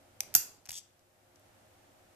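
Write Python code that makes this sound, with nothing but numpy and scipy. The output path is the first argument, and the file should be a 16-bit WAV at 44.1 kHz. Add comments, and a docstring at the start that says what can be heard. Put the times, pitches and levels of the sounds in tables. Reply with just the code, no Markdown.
"""A pin clicks over a faint fan hum: a small brass padlock is being picked, close up, in a quiet room.
The sprung shackle snaps against its stop, buzzes in its bore and rings. The pick then rattles over the
pins and scrapes out of the keyway, while fingers rub the lock and the hands take the jolts.
The recorder's gain control ducks at the snap, holds and slowly recovers."""
import sys
import numpy as np
from scipy import signal
from scipy.fft import rfft, irfft, next_fast_len
from scipy.io import wavfile
from scipy.ndimage import uniform_filter1d, minimum_filter1d

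SR = 44100
rng = np.random.default_rng(int(sys.argv[2]) if len(sys.argv) > 2 else 0)


def output_pcm(signal):
    """Save a mono or channel-first signal as 16-bit PCM at the path in sys.argv[1].

    Samples are clipped to [-1, 1] before scaling.
    """
    pcm = np.clip(np.atleast_2d(signal).T, -1, 1) * 32767
    wavfile.write(sys.argv[1], SR, np.round(pcm).astype(np.int16))


N = 94815
TIME_S = np.arange(N) / SR
N_FFT = 2 * next_fast_len(N)


def from_db(db):
    """Decibels to gain."""
    return 10 ** (np.asarray(db) / 20)


def unit_rms(x):
    """Scale to unit rms."""
    return x / np.sqrt(np.mean(x ** 2) + 1e-20)


def per_bin(points):
    """Interpolate (frequency, value) points over log frequency at every FFT bin."""
    hz, value = np.transpose(points)
    bins_hz = np.fft.rfftfreq(N_FFT, 1 / SR)
    return np.interp(np.log(bins_hz + 1e-9), np.log(hz), value)


def colour(x, gain_db):
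    """Minimum-phase filter with the given gain per bin."""
    cepstrum = irfft(gain_db * np.log(10) / 20)
    size = len(cepstrum)
    cepstrum[1:size // 2] *= 2
    cepstrum[size // 2 + 1:] = 0
    return irfft(rfft(x, size) * np.exp(rfft(cepstrum)))[..., :N]


def delayed(x, lag_s):
    """Delay to the nearest sample."""
    return np.interp(np.arange(N) - np.round(lag_s * SR), np.arange(N), x, left=0)


def decay(start_s, decay_s):
    """Sudden start, exponential fall."""
    return (TIME_S >= start_s) * np.exp(-np.maximum(TIME_S - start_s, 0) / decay_s)


def contact(start_s, decay_s, lumpiness=1):
    """Dying burst of tiny impacts, unit energy; lower lumpiness gives a flatter spectrum."""
    burst = unit_rms(rng.choice([-1, 1], N) * decay(start_s, decay_s)) / np.sqrt(N)
    power = np.abs(rfft(burst, N_FFT)) ** 2
    flattened = colour(burst, -10 * np.log10(power + lumpiness))
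    return unit_rms(flattened) / np.sqrt(N)


# Fan air noise (frequency [Hz], relative density [dB])
AIR_SPECTRUM = [(25, -12), (60, -5.5), (100, 1.5), (160, -8.5), (280, -6.5), (400, -9.5), (560, -6.5),
                (780, -3), (1000, -11), (1400, -10.5), (2500, -15.5), (4400, -20.5), (8000, -20.5),
                (14000, -26.5)]
# Air noise between channels (frequency [Hz], likeness before clipping [-])
AIR_LIKENESS = [(60, 0.75), (180, 0.74), (550, 0.15), (1650, -1.5), (4970, -0.0), (15000, 0.11)]
# Fan tones (frequency [Hz], level before trim [dB])
FAN_TONES = [(220.7, -86.5), (285.3, -82), (355.3, -77.5), (489.9, -85.5), (532.9, -78.5), (619.1, -77),
             (710.6, -83.5)]


def fan(air_db=-64, mains_hz=100, mains_db=-75, tone_trim_db=1.5, tone_width_hz=5, left_lag_s=.00023):
    """Soft air noise, mains hum and wavering low tones, off to the right."""
    likeness = np.clip(per_bin(AIR_LIKENESS), 0, .95)
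    mid = colour(rng.standard_normal(N), per_bin(AIR_SPECTRUM) + 10 * np.log10(1 + likeness))
    side = colour(rng.standard_normal(N), per_bin(AIR_SPECTRUM) + 10 * np.log10(1 - likeness))
    left, right = from_db(air_db) * unit_rms(np.array([mid + side, mid - side]))
    hum = from_db(mains_db) * unit_rms(np.sin(2 * np.pi * mains_hz * TIME_S))
    radius = np.exp(-np.pi * tone_width_hz / SR)
    for hz, db in FAN_TONES:
        resonator = [1, -2 * radius * np.cos(2 * np.pi * hz / SR), radius ** 2]
        tone = signal.lfilter([1, 0, -1], resonator, rng.standard_normal(N + SR))[SR:]
        hum += from_db(db + tone_trim_db) * unit_rms(tone)
    return np.array([delayed(left + hum, left_lag_s), right + hum])


# Room reverberation (band centre [Hz], T60 [s], relative level [dB])
ROOM_BANDS = [(149.8, .7, 4.5), (600, .6, -3), (2480, 0.38, 4.5), (3900, .42, 1.5), (5860, 0.31, -0.5),
              (7500, .35, 2.5), (9900, 0.31, 0.5), (13170, 0.25, -1)]


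def room(x, build_s=.0036):
    """Diffuse tail, different at each microphone port; the treble dies first."""
    white = rfft(rng.standard_normal((2, N)), N_FFT)
    tail = np.zeros((2, N))
    for centre_hz, t60_s, db in ROOM_BANDS:
        passband = per_bin([(hz, float(hz == centre_hz)) for hz, *_ in ROOM_BANDS])
        band = irfft(white * passband)[:, :N]
        tail += from_db(db) * band * decay(0, t60_s / np.log(1000))
    tail *= 1 - np.exp(-(TIME_S / build_s) ** 2)
    return signal.fftconvolve(x[None], unit_rms(tail) / np.sqrt(N), axes=1)[:, :N]


def wall_echo(x, lag_s=.0112, decay_s=.0012):
    """One scattered reflection off the wall behind the desk."""
    return np.array([signal.fftconvolve(x, contact(lag_s, decay_s))[:N] for port in "LR"])


# Grip shifts (centre time [s], half length [s], level [dB])
GRIP_SHIFTS = [(0.29, 0.072, -69), (0.47, 0.16, -59), (1.8, 0.048, -73.5)]
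# Skin friction (frequency [Hz], relative level [dB])
SKIN_SPECTRUM = [(40, -6), (80, 3.5), (200, -3), (400, 0.5), (800, -2), (1500, -13.5), (4000, -17),
                 (12000, -27)]


def fingers():
    """Skin rubs softly on the lock."""
    grip = sum(from_db(db) * np.exp(-((TIME_S - at_s) / half_s) ** 2) for at_s, half_s, db in GRIP_SHIFTS)
    return grip * unit_rms(colour(rng.standard_normal(N), per_bin(SKIN_SPECTRUM)))


# Hand jolts (time [s], decay [s], level before pan [dB])
JOLTS = [(0.245, 0.028, -65.5), (0.351, 0.03, -45.5), (0.688, 0.029, -52)]


def hand_thumps(band_hz=(45, 150), width=.7, pan_right_db=4.5):
    """Dull thumps as the hands take each jolt."""
    bandpass = signal.butter(2, band_hz, "band", fs=SR, output="sos")
    mid, side = unit_rms(signal.sosfilt(bandpass, rng.standard_normal((2, N))))
    rumble = np.array([mid + width * side, mid - width * side])
    envelope = sum(from_db(db) * decay(at_s, decay_s) for at_s, decay_s, db in JOLTS)
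    return rumble * envelope * from_db([[-pan_right_db], [pan_right_db]])


# Sliding pick resonances (frequency [Hz], relative level [dB])
PICK_SPECTRUM = [(300, -11.5), (1500, -20), (2650, -7.5), (3100, 2), (3500, 9), (4050, -6.5), (4600, 1),
                 (5800, 8.5), (7000, 6), (8100, 6.5), (9200, -3.5), (14000, -7)]


def pick_scrape(start_s=.708, attack_s=.048, end_s=.7893, release_s=.0085, level_db=-39):
    """Uneven slips excite the sliding pick until it leaves the keyway."""
    slips_per_s, spread_db = 2300, 2.5
    sizes = from_db(spread_db * np.minimum(rng.exponential(1, N), 4)) * rng.choice([-1, 1], N)
    slips = (rng.random(N) < slips_per_s / SR) * sizes
    attack = np.clip((TIME_S - start_s) / attack_s, 0, 1)
    release = np.exp(-np.maximum(TIME_S - end_s, 0) / release_s)
    return from_db(level_db) * attack * release * unit_rms(colour(slips, per_bin(PICK_SPECTRUM)))


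def ring(start_s, modes):
    """Struck metal: damped modes, neighbours in opposite phase."""
    ringing = np.zeros(N)
    for k, (hz, db, t60_s) in enumerate(modes):
        envelope = from_db(db) * decay(start_s, t60_s / np.log(1000))
        ringing += (-1) ** k * envelope * np.cos(2 * np.pi * hz * (TIME_S - start_s))
    return ringing


# Pick-on-pin touches (time [s], decay [s], gain at each of TOUCH_BANDS_HZ [dB] x 4, ping gain [dB])
TOUCHES = [(0.2054, 0.0016, -10, -3, -4.5, 1, -15.5), (0.2334, 0.0034, -19, -27, -35, -23, -60),
           (0.3404, 0.0018, -18.5, -5, -5, 3.5, -33.5), (0.6555, .0018, -24, -21.5, -19.5, -26.5, -41),
           (0.6600, 0.0012, -34.5, -26.5, -21.5, -21, -41), (0.6635, 0.0016, -20.5, -21, -29, -28, -55),
           (0.6733, 0.00072, -19, -25, -24, -33, -60), (0.6895, 0.0017, -22, -17, -12.5, -14, -51),
           (0.6920, 0.0028, -10.5, -9.5, -2, -8.5, -33), (0.7060, 0.0034, -20, -1.5, -11, -6, -31),
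           (0.7168, 0.0017, -20, -22, -6.5, -5, -49), (0.7195, 0.0011, -18, -41, -13, -17, -37),
           (0.7285, 0.0045, -16, -15, -9, -12, -38), (0.7757, 0.0012, -36, -31, -11, -24, -38),
           (0.7787, .001, -42, -29, -15, -20, -40), (0.7866, 0.00072, -49, -24, -11, -18, -50),
           (0.9937, .0007, -36.5, -37, -34.5, -44.5, -57), (1.3585, .002, -48, -43, -30, -46, -62.5),
           (1.396, 0.00068, -49, -46, -49, -37, -77)]
# Bass, mid, treble and top of a touch (frequency [Hz])
TOUCH_BANDS_HZ = [1000, 3000, 6000, 12000]
# Lock body response (frequency [Hz], gain [dB])
BODY_RESPONSE = [(60, -5), (300, -18.5), (750, 1.5), (1100, -8), (2500, 0), (4100, -6), (5600, 3),
                 (8000, -1.5), (10000, -7), (14000, -3.5)]
# Pin dropping in its chamber (frequency [Hz], relative level [dB], T60 [s])
PIN_MODES = [(790, -29.5, 0.044), (2150, -23, .008), (2500, -15, 0.013), (3480, -22.5, .005),
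             (5650, -5, .006), (6204, -4, 0.0076), (9000, -14, 0.0036)]


def pin_clicks():
    """Each touch sends a short burst through the lock body and pings the pin."""
    ping = ring(0, PIN_MODES)
    bursts, pings = np.zeros((2, N))
    for at_s, decay_s, *bands_db, ping_db in TOUCHES:
        bursts += colour(contact(at_s, decay_s), per_bin(list(zip(TOUCH_BANDS_HZ, bands_db))))
        pings += from_db(ping_db) * delayed(ping, at_s)
    return colour(bursts, per_bin(BODY_RESPONSE)) + pings


# Shackle and body modes (frequency [Hz], level [dB], T60 [s])
LOCK_MODES = [(120, -42.5, .09), (335, -40.5, .09), (768.4, -35, .07), (1000, -39, .06), (1380, -32.5, .05),
              (1520, -34, .05), (2778, -48.5, .24), (6243, -45.5, .25), (7175, -37, .21), (7520, -40, 0.29),
              (7970, -41.5, .22), (10350, -39.5, .16), (12480, -19, 0.16), (12600, -28, .19),
              (12950, -32, .16), (13610, -30.5, .16), (13620, -32, 0.076)]
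SNAP_S = .3507


def lock_ring():
    """Shackle and body ring on after the snap."""
    return ring(SNAP_S, LOCK_MODES)


# Shackle hitting its stop (frequency [Hz], relative level [dB])
CRACK_SPECTRUM = [(60, -19.5), (220, -22), (330, -17), (520, -20), (750, -4), (1000, -8), (1450, 1),
                  (2100, -6), (2900, 2.5), (3900, -9.5), (5000, 10.5), (6200, 14.5), (7500, 13),
                  (8500, 4.5), (11000, 3.5), (13000, 10), (14500, 2.5)]
# Shackle buzzing in its bore (frequency [Hz], relative level [dB])
BUZZ_SPECTRUM = [(300, -32.5), (1000, -16), (4000, -6.5), (5500, 3), (6700, 2), (7400, 10.5), (8500, -1),
                 (11900, -0.5), (12500, 17), (13300, 18), (14400, 2.5)]


def shackle_snap(crack_gain_db=7, buzz_start_s=.3519, buzz_gain_db=8):
    """The sprung shackle hits its stop and buzzes for a few milliseconds."""
    hit = contact(SNAP_S, decay_s=.0009, lumpiness=.25)
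    chatter = contact(buzz_start_s, decay_s=.004, lumpiness=.25)
    crack = colour(hit, per_bin(CRACK_SPECTRUM) + crack_gain_db)
    buzz = colour(chatter, per_bin(BUZZ_SPECTRUM) + buzz_gain_db)
    return crack + buzz


# Microphone port mismatch (frequency [Hz], left minus right [dB])
PORT_BALANCE = [(100, -7.5), (700, -8), (3000, -1.5), (4500, 14), (5800, 8.5), (7200, -2), (8600, 1),
                (10500, -14.5), (12500, -7.5), (14000, -9)]


def microphone_ports(direct, reflected, left_lag_s=.00009):
    """The two ports colour the sound differently; direct sound reaches the right one first."""
    half_db = per_bin(PORT_BALANCE) / 2
    left = colour(delayed(direct, left_lag_s) + reflected[0], half_db)
    right = colour(direct + reflected[1], -half_db)
    return np.array([left, right])


def scene(echo_db=-13, picking_send_db=-14, snap_send_db=-8):
    """The lock close up, its wall echo and room tail, the hands and the fan."""
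    picking = pin_clicks() + pick_scrape()
    snap = shackle_snap()
    direct = picking + snap + lock_ring() + fingers()
    echo = from_db(echo_db) * wall_echo(snap)
    tail = room(from_db(picking_send_db) * picking + from_db(snap_send_db) * snap)
    return microphone_ports(direct, echo + tail) + hand_thumps() + fan()


def gain_control(x, threshold_db=-15, max_cut_db=6, hold_s=.78, release_db_per_s=18.5, ahead_s=.012):
    """Looks ahead, ducks on a loud peak, holds, then recovers at a steady rate."""
    power = np.abs(uniform_filter1d(np.mean(x ** 2, axis=0), size=130))
    cut_db = np.clip(10 * np.log10(power + 1e-12) - threshold_db, 0, max_cut_db)
    half_hold = int(hold_s * SR) // 2
    held_db = -minimum_filter1d(-cut_db, 2 * half_hold + 1, origin=half_hold, mode="constant")
    ramp_db = release_db_per_s * TIME_S
    released_db = np.maximum.accumulate(held_db + ramp_db) - ramp_db
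    smooth_db = uniform_filter1d(released_db, size=130)
    return x * from_db(-delayed(smooth_db, -ahead_s))


def record(dry):
    """Gain control, recorder hiss, rounded peaks and a steep top cut."""
    hiss_db, cutoff_hz = -74.5, 14500
    hiss = from_db(hiss_db) * rng.standard_normal((2, N))
    rounded = np.tanh(gain_control(dry) + hiss)
    lowpass = signal.ellip(10, .2, 70, cutoff_hz, fs=SR, output="sos")
    return signal.sosfilt(lowpass, rounded)


dry = scene()
out = record(dry)
output_pcm(out)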